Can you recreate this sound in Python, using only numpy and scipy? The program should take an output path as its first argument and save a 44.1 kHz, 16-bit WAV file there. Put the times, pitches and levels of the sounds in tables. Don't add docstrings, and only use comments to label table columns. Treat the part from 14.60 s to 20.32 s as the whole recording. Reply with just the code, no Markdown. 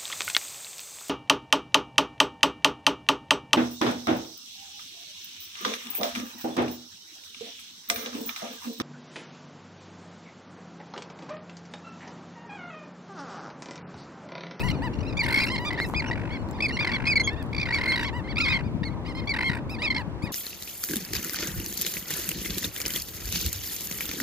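import sys
import numpy as np
from scipy import signal
from scipy.fft import rfft, irfft, next_fast_len
from scipy.io import wavfile
from scipy.ndimage import uniform_filter1d, map_coordinates

SR = 44100
rng = np.random.default_rng(int(sys.argv[2]) if len(sys.argv) > 2 else 0)


def dump(signal):
    limited = np.clip(np.atleast_2d(signal).T, -1, 1)
    pcm = np.round(limited * 32767).astype(np.int16)
    wavfile.write(sys.argv[1], SR, pcm)


def gain_from_db(level_db):
    decades = np.asarray(level_db, float) / 20
    return 10 ** decades


N = 252252


def unit(x):
    return x / np.sqrt(np.mean(x ** 2) + 1e-20)


def along(points, hz):
    f, v = np.transpose(points)
    return np.interp(np.log(hz + 1), np.log(f + 1), v)


def wobble(rate_hz, size=N):
    knots = rng.standard_normal(int(size * rate_hz / SR) + 4)
    return map_coordinates(knots, [np.arange(size) * rate_hz / SR])


def filtered(x, response):
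    m = next_fast_len(N + 8192)
    return irfft(rfft(x, m) * response(np.fft.rfftfreq(m, 1 / SR)), m)[..., :N]


def coloured(spectrum):
    return unit(filtered(rng.standard_normal(N), lambda hz: gain_from_db(along(spectrum, hz))))


def add(track, start_s, sound):
    part = track[round(start_s * SR):][:len(sound)]
    part += sound[:len(part)]


def swell(t, length_s, rise_s, fall_s):
    nearest_end = np.minimum(t / rise_s, (length_s - t) / fall_s)
    return np.sin(np.pi / 2 * np.clip(nearest_end, 0, 1)) ** 2


# Hz, left minus right in dB.
SHADE_DB = [(700, 1.5), (1400, 0.5), (2700, 1.5), (3400, -9), (4100, -8), (5000, -3.5), (6900, 5.5),
            (9500, 0.5)]
# Hz, left lead in radians.
TURN_RAD = [(700, 0), (1400, -.5), (2200, -.9), (3400, -1.9), (4100, .4), (6000, .2), (9000, -.3),
            (13000, .5)]


def ports(x, lead_ms):
    def half(hz):
        phase = along(TURN_RAD, hz) - 2 * np.pi * hz * lead_ms / 1000
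        return gain_from_db(along(SHADE_DB, hz) / 2) * np.exp(.5j * phase)
    return filtered(x, lambda hz: np.array([half(hz), 1 / half(hz)]))


def syrinx(pitch_hz, tones_db, loss_db, jitter, flutter_db):
    k = np.arange(1, 17)[:, None]
    kin = np.where(k < 8, k, 6 + k % 2)
    level = np.take(tones_db, kin - 1) - loss_db * (k - kin)
    hz = pitch_hz * (1 + jitter * wobble(406, size=len(pitch_hz)))
    slack_db = 2
    level = level - slack_db * k * (1 - pitch_hz / pitch_hz.max())
    phase = 2 * np.pi * np.cumsum(hz) / SR
    drift = wobble(89.75, size=k.size * len(hz)).reshape(k.size, -1)
    flutter = flutter_db * np.minimum(k / 5, 1.2) * drift
    scatter_db = rng.normal(0, .3 + k ** 2 / 40)
    each = gain_from_db(level + scatter_db + flutter) * (k * hz < 15800)
    return np.sqrt(2) * (each * np.sin(k * phase + k * k)).sum(0)


# Hz, dB.
BEAK_DB = [(5200, 0.74), (6100, -6.5), (8500, -7), (15500, -13)]
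# centre in Hz, width in Hz, gain in dB.
THROAT_PEAKS = [(2180, 395, 3.5), (4750, 230, 2.5)]


def throat_and_air(calls):
    def gain_db(hz):
        peaks = sum(db * np.exp(-((hz - c) / w) ** 2) for c, w, db in THROAT_PEAKS)
        return along(BEAK_DB, hz) + peaks - 3
    return filtered(calls, lambda hz: gain_from_db(gain_db(hz)))


# Hz, level in dB per Hz.
SURF_DB = [(120, -12), (200, -7), (322, -5), (394, -13), (601, -14.5), (696, -19), (763, -17.5), (933, -15),
           (1350, -25.5), (2960, -35.5), (16000, -63.5)]
# Hz, correlation from -1 to 1.
SURF_LIKENESS = [(200, 1), (700, 0.83), (2000, 0.25), (3000, -0.79), (8000, -0.31)]


def surf():
    z = signal.stft(rng.standard_normal((2, N)), nperseg=512)[2]
    field = uniform_filter1d(rng.standard_normal(z.shape[1:]), size=6, axis=0)
    field = uniform_filter1d(field, size=14, axis=1)
    pair = signal.istft(z * gain_from_db(1.2 * unit(field)), nperseg=512)[1][:, :N]

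    def mid_side(hz):
        turn = np.arccos(np.clip(along(SURF_LIKENESS, hz), -1, 1)) / 2
        return gain_from_db(along(SURF_DB, hz)) * (hz > 150) * [np.cos(turn), np.sin(turn)]
    mid, side = filtered(pair, mid_side)
    return unit(np.array([mid + side, mid - side]))


# Hz, level in dB per Hz.
BUFFET_DB = [(12, -63), (20, -6), (65, 6), (128, 6.5), (296, -7), (431, -15), (500, -51), (650, -32),
             (1100, -120)]
# start in seconds, peak in dB.
WIND_PUFFS = [(0.38, -21), (3.944, -21.5), (4.057, -17.5), (4.144, -17), (4.158, -22), (4.212, -14.5),
              (4.893, -15), (5.471, -15), (5.631, -9)]


def wind():
    left = unit(coloured(BUFFET_DB) * gain_from_db(1.68 * wobble(25.068)))
    u = np.arange(-400, 400) / SR / .0016
    pulse = (1 - u * u) * np.exp(-u * u / 2)
    for start_s, db in WIND_PUFFS:
        add(left, start_s, -gain_from_db(db + 32.5) * pulse)
    right = gain_from_db(-8.5) * unit(coloured(BUFFET_DB) * gain_from_db(2.4 * wobble(26.0))) + 0.11 * left
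    return np.array([left, right])


# time in seconds, buffet in dB, surf in dB.
WEATHER = [
    (0.0, -25, -39),
    (0.29, -31.5, -40),
    (3.6, -34, -42),
    (4.17, -30.5, -43),
    (4.83, -38, -42),
    (4.87, -32.5, -43),
    (5.72, -39, -42),
]


def air():
    s, buffet_db, surf_db = np.transpose(WEATHER)
    t = np.arange(N) / SR
    return gain_from_db(np.interp(t, s, surf_db) + 4.5) * surf() + gain_from_db(np.interp(t, s, buffet_db) + 2.5) * wind()


# Hz, level in dB per Hz.
BREATH_DB = [(3000, -25), (6800, -14), (8400, 4), (9600, -7), (11000, -12), (16000, -33)]
# Hz, level in dB per Hz.
TOP_AIR_DB = [(6000, -27), (10000, -2.5), (13000, -3), (16000, -9)]
# crest in dB, top air in dB, list of puff starts in seconds.
HISS_RUNS = [
    (-45.5, -2, [0.002, 0.017, 0.085, 0.1]),
    (-43.5, -2, [0.632, 0.661, 0.684, 0.706, 0.724, 0.742, 0.757, 0.771, 0.785, 0.802, 0.818, 0.836, 0.854, 0.872]),
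    (-51, -3.5, [3.184, 3.213, 3.236, 3.256, 3.277, 3.298, 3.319, 3.339, 3.358, 3.376, 3.393, 3.41, 3.428]),
    (-51, -7, [4.737, 4.763, 4.787, 4.808, 4.826, 4.845, 4.862, 4.879, 4.896, 4.914, 4.931, 4.949, 4.969]),
]


def hiss():
    puff_s, crest_share, rise_db = 0.015, 0.35, 1.5
    out, t = np.zeros(N), np.arange(round(puff_s * SR)) / SR
    breath, top = coloured(BREATH_DB), coloured(TOP_AIR_DB)
    for db, top_db, starts in HISS_RUNS:
        air_now = gain_from_db(-4.5) * breath + gain_from_db(top_db) * top
        for s, u in zip(starts, np.linspace(0, 1, len(starts))):
            level = db - rise_db * abs(u - crest_share) / crest_share + rng.normal(0, 2.6)
            puff = swell(t, puff_s, rise_s=0.0027, fall_s=0.0087) * air_now[round(s * SR):][:len(t)]
            add(out, max(s - .001, 0), gain_from_db(level) * puff)
    return ports(out, lead_ms=0.023)


# Hz, dB.
RASP_DB = [(600, -38), (1500, 2), (2200, 10.5), (3200, -6.5), (4400, 5.5), (6500, -8), (12000, -17),
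           (16000, -58)]


def rattles(chips, length_s):
    out, rasp = np.zeros(N), coloured(RASP_DB)
    t = np.arange(round((length_s + .004) * SR)) / SR
    base_db = np.array([-13, -1.0, -11.5, -7, -17.5, -23.0, -36])
    upper_share = np.array([0.15, 0.27, 0.53, 1.0, 0.86, 1.0, 0.35])
    for s, hz, db, upper_db in chips:
        path = hz * (.97 + 0.055 * t / t[-1])
        voice = syrinx(path, base_db + upper_db * upper_share, loss_db=1.5, jitter=0.024, flutter_db=3.0)
        breath = gain_from_db(-9 + .4 * upper_db) * rasp[round(s * SR):][:len(t)]
        shape = swell(t, t[-1], rise_s=0.0018, fall_s=0.005)
        add(out, max(s - .0015, 0), gain_from_db(db) * shape * (voice + breath))
    return ports(out, lead_ms=0.0038)


def trains(rows, ones, bill):
    length_s, upper_db, loss_db = bill
    quicken = 0.84
    climb, uneven_db, uneven_pitch = 0.012, 2.5, 0.017
    chips = []
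    for first, last, n, hz, db in rows:
        for k in range(round(n)):
            s = first + (last - first) * (k / (round(n) - 1)) ** quicken
            chips.append((s, hz * (1 + climb * k), db - loss_db * k))
    chips += ones
    luck = rng.standard_normal((len(chips), 2))
    return rattles([(s, hz * (1 + uneven_pitch * higher), db + uneven_db * louder, upper_db)
                    for (s, hz, db), (louder, higher) in zip(chips, luck)], length_s)


# first chip in s, last chip in s, chip count, pitch in Hz, first chip in dB.
DULL_TRAINS = [(0.002, 0.015, 3, 1272, -30), (1.1064, 1.1424, 3, 1010, -28), (1.1765, 1.189, 2, 935, -27),
               (1.512, 1.5294, 2, 966, -25.5)]
# first chip in s, last chip in s, chip count, pitch in Hz, first chip in dB.
SHARP_TRAINS = [(0.3347, 0.352, 2, 1400, -45.5), (0.387, 0.406, 2, 1430, -43.5),
                (0.43, 0.451, 2, 1250, -40), (0.5055, 0.526, 2, 1265, -45), (0.866, 0.8834, 2, 1364, -31),
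                (2.455, 2.472, 2, 1077, -32.5)]
# start in seconds, pitch in Hz, level in dB.
DULL_CHIPS = [(0.554, 1300, -51), (1.988, 916, -38), (3.991, 998, -33), (5.164, 1090, -39.5),
              (5.395, 833, -33.5)]
SHARP_CHIPS = [(0.11, 1440, -37), (4.233, 940, -36.5), (2.084, 2200, -33)]
# chip length in seconds, upper overtones in dB, loss per chip in dB.
CLOSED_BILL = (0.0097, -16.5, 0.64)
OPEN_BILL = (0.01, -0.47, 0.42)


def bill_rattles():
    return trains(SHARP_TRAINS, SHARP_CHIPS, OPEN_BILL) + trains(DULL_TRAINS, DULL_CHIPS, CLOSED_BILL)


def mudflat(x):
    t = np.arange(SR // 5) / SR
    tail = rng.standard_normal((2, len(t))) * gain_from_db(-60 * t / .09) * (t > .002)
    return signal.fftconvolve(x, tail / np.linalg.norm(tail[0]), axes=1)[:, :N]


def notes(rows, tone, crest_share):
    tones_db, loss_db, lead_ms, burr_db = tone
    out, rasp = np.zeros(N), coloured(RASP_DB)
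    for start, end, crest_hz, droop, db in rows:
        t = np.arange(round((end - start + 0.0032) * SR)) / SR
        burr = np.cos(2 * np.pi * 62 * t - 2.5) * rng.uniform(0.42, 0.9)
        off_crest_s = t - .002 - crest_share * (end - start)
        arch = np.clip(1 - droop * (off_crest_s / .035) ** 2, .5, 1)
        path = crest_hz * arch * (1 + .004 * burr_db * burr)
        voice = syrinx(path, tones_db, loss_db, jitter=0.013, flutter_db=4.5)
        voice += gain_from_db(-24 + 2.6 * burr_db) * rasp[round(start * SR):][:len(t)]
        shape = swell(t, t[-1], rise_s=0.0031, fall_s=0.0062)
        add(out, start - .002, gain_from_db(db + burr_db * burr) * shape * voice)
    return ports(out, lead_ms)


# start in s, end in s, crest in Hz, droop 35 ms off the crest as a share, second overtone in dB.
BRIGHT_NOTES = [(0.03, 0.085, 1007, 0.16, -45), (0.115, 0.16, 1290, 0.38, -55),
                (0.22, 0.285, 1000, 0.22, -44.5), (0.99, 1.06, 985, 0.069, -46.5),
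                (3.53, 3.61, 987, 0.1, -48), (5.36, 5.425, 1003, 0.26, -45.5)]
SHRILL_NOTES = [(0.035, 0.085, 1487, 0.153, -42.5), (5.095, 5.158, 1320, 0.2, -43.5),
                (5.622, 5.682, 1253, 0.22, -44.5)]
BURRY_NOTES = [(0.742, 0.795, 1085, 0.045, -29.5), (2.98, 3.045, 1197, 0.101, -36),
               (5.346, 5.387, 1086, 0.26, -34.5)]
BURRY_FALLS = [(0.083, 0.108, 1074, 0.098, -35.5)]
NASAL_NOTES = [(0.14, 0.2, 1460, 0.087, -56), (0.465, 0.505, 1390, 0.36, -46.5),
               (0.8, 0.85, 1370, 0.29, -34.5), (1.705, 1.775, 1141, 0.13, -43.5),
               (2.122, 2.168, 1463, 0.24, -38.5), (2.025, 2.065, 1170, 0.2, -41),
               (3.868, 3.956, 1256, 0.13, -30), (2.192, 2.243, 1219, 0.203, -32),
               (2.76, 2.83, 922, 0.15, -47), (3.445, 3.505, 1132, 0.21, -41.5),
               (3.64, 3.68, 1060, 0.19, -51), (3.675, 3.735, 1140, 0.38, -42.5),
               (3.802, 3.858, 1276, 0.28, -29.5), (3.93, 3.98, 1091, 0.203, -31),
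               (4.035, 4.09, 1240, 0.24, -56.5), (4.29, 4.35, 1110, 0.17, -58),
               (4.6, 4.65, 1073, 0.31, -49.5), (5.22, 5.273, 1302, 0.3, -30),
               (5.303, 5.32, 1058, 0.13, -26), (5.655, 5.71, 977, 0.26, -50)]
NASAL_EARLIES = [(2.335, 2.372, 1135, 0.3, -31), (4.842, 4.895, 1072, 0.045, -30),
                 (3.33, 3.354, 1083, 0.05, -29.5)]
NASAL_RISES = [(0.57, 0.587, 1202, 0.4, -32.5), (1.15, 1.2, 1166, 0.2, -47.5),
               (1.345, 1.36, 1170, 1.1, -34), (2.005, 2.014, 1206, 2.2, -27),
               (3.769, 3.778, 1290, 2.7, -29), (3.781, 3.792, 1340, 1.9, -26), (2.7, 2.75, 907, 0.062, -44),
               (4.674, 4.689, 1146, 0.3, -33), (5.275, 5.289, 1118, 0.48, -29)]
NASAL_FALLS = [(1.245, 1.27, 1325, 0.024, -44), (2.675, 2.7, 1118, 0.089, -29)]
PURE_NOTES = [(0.79, 0.855, 1233, 0.21, -28), (1.2, 1.255, 1075, 0.27, -31), (1.46, 1.505, 1460, 0.33, -39),
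              (3.125, 3.171, 1160, 0.203, -26), (3.277, 3.318, 1085, 0.23, -25.5)]
PURE_EARLIES = [(1.362, 1.412, 1250, 0.25, -29), (2.023, 2.071, 1280, 0.23, -25),
                (2.468, 2.54, 1260, 0.099, -24.5)]
PURE_FALLS = [(0.592, 0.622, 1200, 0.126, -24.5), (2.557, 2.585, 1147, 0.14, -21),
              (2.598, 2.62, 1084, 0.08, -22.5), (4.693, 4.727, 1175, 0.086, -27)]
REEDY_NOTES = [(0.62, 0.66, 975, 0.47, -35), (0.9, 0.965, 1068, 0.18, -33), (1.05, 1.1, 1199, 0.1, -33.5),
               (1.775, 1.83, 1460, 0.11, -59), (1.93, 1.99, 1210, 0.28, -53.5),
               (3.06, 3.09, 1207, 0.27, -47), (3.4, 3.45, 954, 0.087, -38.5),
               (3.43, 3.5, 1117, 0.31, -37.5), (3.787, 3.828, 1391, 0.094, -33),
               (4.45, 4.505, 1248, 0.46, -48.5), (4.46, 4.53, 1072, 0.16, -45.5),
               (4.55, 4.605, 1068, 0.074, -42.5), (4.57, 4.61, 1276, 0.22, -50),
               (5.185, 5.27, 1013, 0.11, -43), (5.228, 5.266, 1309, 0.267, -41.5)]
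PIERCING_NOTES = [(2.635, 2.675, 1665, 0.11, -35.5)]
PIERCING_EARLIES = [(4.251, 4.293, 1093, 0.23, -42.5)]
# overtones 1-7 in dB, loss per further overtone in dB, right-port lead in ms, burr depth in dB.
BRIGHT_THROAT = ([8.5, 6, 0.5, -12, -11.5, -17, -18.5], 0.31, 0.012, 0.53)
SHRILL_THROAT = ([-10, 1, -9, -3.5, -17, -14, -8], 0.4, 0.023, 0.6)
BURRY_THROAT = ([-20.5, 2, -8.5, -5, -15.5, -28.5, -36], 0.89, 0.023, 7.1)
NASAL_THROAT = ([-13, 1.5, -5.5, -7, -19.5, -22.5, -30], 2.3, 0.023, 1)
PURE_THROAT = ([-47, -0.5, -32.5, -7, -28.5, -22, -30], 2.7, -0.023, 0.48)
REEDY_THROAT = ([-3, -2, -4.5, -8.5, -10, -19, -20], 0.73, 0.031, 1)
PIERCING_THROAT = ([-38, 1, -26, 0, -30, -12.5, -26], 0.55, -0.026, 0.6)


def arched_notes():
    arch, early, rising, falling = 0.48, 0.32, 0.89, -0.2
    parts = [(BRIGHT_NOTES, BRIGHT_THROAT, arch), (SHRILL_NOTES, SHRILL_THROAT, arch),
             (BURRY_NOTES, BURRY_THROAT, arch), (BURRY_FALLS, BURRY_THROAT, falling),
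             (NASAL_NOTES, NASAL_THROAT, arch), (NASAL_EARLIES, NASAL_THROAT, early),
             (NASAL_RISES, NASAL_THROAT, rising), (NASAL_FALLS, NASAL_THROAT, falling),
             (PURE_NOTES, PURE_THROAT, arch), (PURE_EARLIES, PURE_THROAT, early),
             (PURE_FALLS, PURE_THROAT, falling), (REEDY_NOTES, REEDY_THROAT, arch),
             (PIERCING_NOTES, PIERCING_THROAT, arch), (PIERCING_EARLIES, PIERCING_THROAT, early)]
    return sum(notes(rows, tone, crest_share) for rows, tone, crest_share in parts)


# start in seconds, peak in dB,
# second overtone in Hz, upper overtones in dB.
NEAR_CHIPS = [(0.634, -21, 1990, -19), (0.641, -26, 2140, 1), (0.6607, -21, 2154, -1),
              (0.6838, -19.5, 1820, -2), (0.705, -20.5, 2120, -1), (0.7253, -20, 2180, 1),
              (0.7845, -14.5, 2152, -1), (0.8014, -24, 2190, 8), (0.8178, -22, 2100, -10),
              (0.8344, -19.5, 2206, 0), (0.9612, -25.5, 2100, 5), (0.9802, -26.5, 2150, 5.5),
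              (2.0938, -21, 2090, -12), (2.1074, -18, 1920, -21), (2.169, -23.5, 2060, 2),
              (2.1905, -23, 2090, 0), (2.2466, -19, 2150, 1), (2.2723, -14, 2066, -5),
              (2.293, -15.5, 1954, -15), (2.3166, -17, 2220, -6.5),
              (3.056, -19.5, 2120, -9), (3.0874, -20.5, 1940, -12), (3.1082, -15.5, 1924, -16),
               (3.1454, -17, 2277, -2), (3.1714, -26, 2180, 3), (3.1846, -13, 1930, -13),
               (3.2048, -26, 1920, -12), (3.2126, -15, 2100, -12), (3.2364, -17, 2160, -12),
               (3.258, -15, 2120, -12), (3.3184, -16, 2113, -2), (3.3581, -20, 1970, 1),
               (3.3762, -21.5, 1970, 1), (3.3943, -22, 1930, -1), (3.4094, -29, 1840, -10),
               (3.4281, -22.5, 1785, -3), (3.8504, -17, 2223, -12), (3.8591, -17, 2180, -3),
               (3.8824, -15, 2120, -5), (3.9044, -20.5, 2080, -8), (3.924, -20.5, 2125, -2),
               (4.7385, -18.5, 1940, -8), (4.7636, -16, 1780, -14), (4.787, -17.5, 2080, -12),
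               (4.807, -18.5, 2074, -10), (4.8246, -21.5, 2106, -6), (4.8954, -20.5, 1950, -3),
               (4.9153, -22, 1955, -10), (4.933, -24, 1885, -7), (4.9484, -29, 1820, -8),
               (4.9706, -32, 1870, -12), (4.9894, -42, 1900, -12), (5.3224, -22, 2060, -11)]
NEAR_CLIPPED = [(1.1872, -18.5, 1914, -8.5), (2.469, -24, 2550, -9), (2.5985, -15.5, 2100, -4),
                (2.6753, -20.5, 2166, 2), (2.9308, -21.5, 2300, -4), (2.948, -21, 2400, -2),
                (2.9652, -21.5, 2370, 1), (3.759, -25.5, 2330, -1), (5.22, -21, 2180, -3)]


def near_rattles():
    out = 0
    for rows, length_s, voice_db in [(NEAR_CHIPS, 0.009, -7), (NEAR_CLIPPED, 0.0052, -9)]:
        chips = [(s, hz / 2, db + voice_db, upper_db) for s, db, hz, upper_db in rows]
        out = out + rattles(chips, length_s)
    return out


# start in seconds, end in seconds, chips a second, first chip in dB, last chip in dB.
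FAR_TRAINS = [(0.66, 0.868, 59, -39, -44), (1.419, 1.5, 49, -39.5, -46), (1.554, 1.78, 51.5, -45, -52.5),
              (2.205, 2.614, 51.6, -39, -49), (3.066, 3.453, 55.5, -43, -42.5),
              (3.868, 4.006, 59, -44, -48), (4.745, 4.841, 48.3, -39, -38),
              (4.895, 4.984, 56.7, -41.5, -47)]
# centre in Hz, width in Hz, level in dB.
FAR_PEAKS = [(954, 180, 3), (1518, 210, 1), (2100, 1340, 2), (4170, 2700, -22.5), (8000, 6700, -32)]


def far_rattles():
    gate, t = np.zeros(N), np.arange(700) / SR
    chip = swell(t, 0.014, rise_s=0.003, fall_s=0.0075)
    for start, end, rate_hz, first_db, last_db in FAR_TRAINS:
        for s in np.arange(start, end, 1 / rate_hz):
            db = np.interp(s, [start, end], [first_db, last_db]) + rng.normal(0, 0.68)
            add(gate, s, gain_from_db(db + 9.0) * chip)
    throat = lambda f: sum(gain_from_db(db) / (1 + ((f - c) / w * 2) ** 4) for c, w, db in FAR_PEAKS)
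    return ports(gate * unit(filtered(rng.standard_normal(N), throat)), lead_ms=0.03)


# start in seconds, peak in dB, ring in Hz.
MUD_TICKS = [(1.1315, -31, 4040), (1.8878, -40, 4310), (1.898, -48, 4370), (1.911, -30, 7270),
             (2.7324, -42, 5500), (2.827, -34, 4660), (2.839, -48, 9000), (2.864, -45, 9500),
             (2.916, -50, 3500), (4.6583, -47, 4510), (5.2044, -51, 4390), (5.475, -57, 4460)]


def mud_ticks():
    out, t = np.zeros(N), np.arange(900) / SR
    for s, db, hz in MUD_TICKS:
        body = rng.standard_normal(len(t)) * 1.17 + 1.3 * np.sin(2 * np.pi * hz * t)
        add(out, s, gain_from_db(db - 9.5 - 60 * t / 0.011) * body)
    return ports(out, lead_ms=0.023)


# time in seconds, level in dB.
WING_FLAP = [
    [(1.19, -66), (1.21, -52), (1.26, -50), (1.298, -47), (1.33, -57), (1.37, -70)],
]


def wing_rustle():
    s, db = np.transpose(WING_FLAP[0])
    level_db = np.interp(np.arange(N) / SR, s, db, left=-120, right=-120)
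    feathers = coloured([(3000, -32.0), (6500, -9), (12500, -7.0), (16000, -18)])
    return ports(gain_from_db(level_db - 6 + 4 * wobble(250)) * feathers, lead_ms=0.023)


# start in seconds, peak in dB, ring in Hz.
BILL_CLAPS = [
    (1.201, -11, 1830),
    (1.299, -21.5, 950),
    (1.338, -15, 1000),
    (1.501, -16.5, 850),
]


def bill_claps():
    out, t = np.zeros(N), np.arange(900) / SR
    for s, db, hz in BILL_CLAPS:
        ring = gain_from_db(db + 1.5 - 60 * t / .0065) * np.sin(2 * np.pi * hz * t)
        click = gain_from_db(db - 31 - 60 * t / .004) * rng.standard_normal(len(t))
        add(out, s, ring + click)
    return ports(out, lead_ms=0.023)


def scene():
    weather = air()
    birds = hiss() + throat_and_air(bill_rattles() + arched_notes() + near_rattles())
    birds += far_rattles() + mud_ticks() + wing_rustle() + bill_claps()
    return birds + gain_from_db(-14) * mudflat(birds) + weather


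def low_pass(x):
    return signal.sosfilt(signal.butter(12, 16460, fs=SR, output="sos"), x)


def record(dry):
    mix = filtered(dry, lambda hz: gain_from_db(-40 * (hz > 15830)))
    return low_pass(mix)


dry = scene()
out = record(dry)
dump(out)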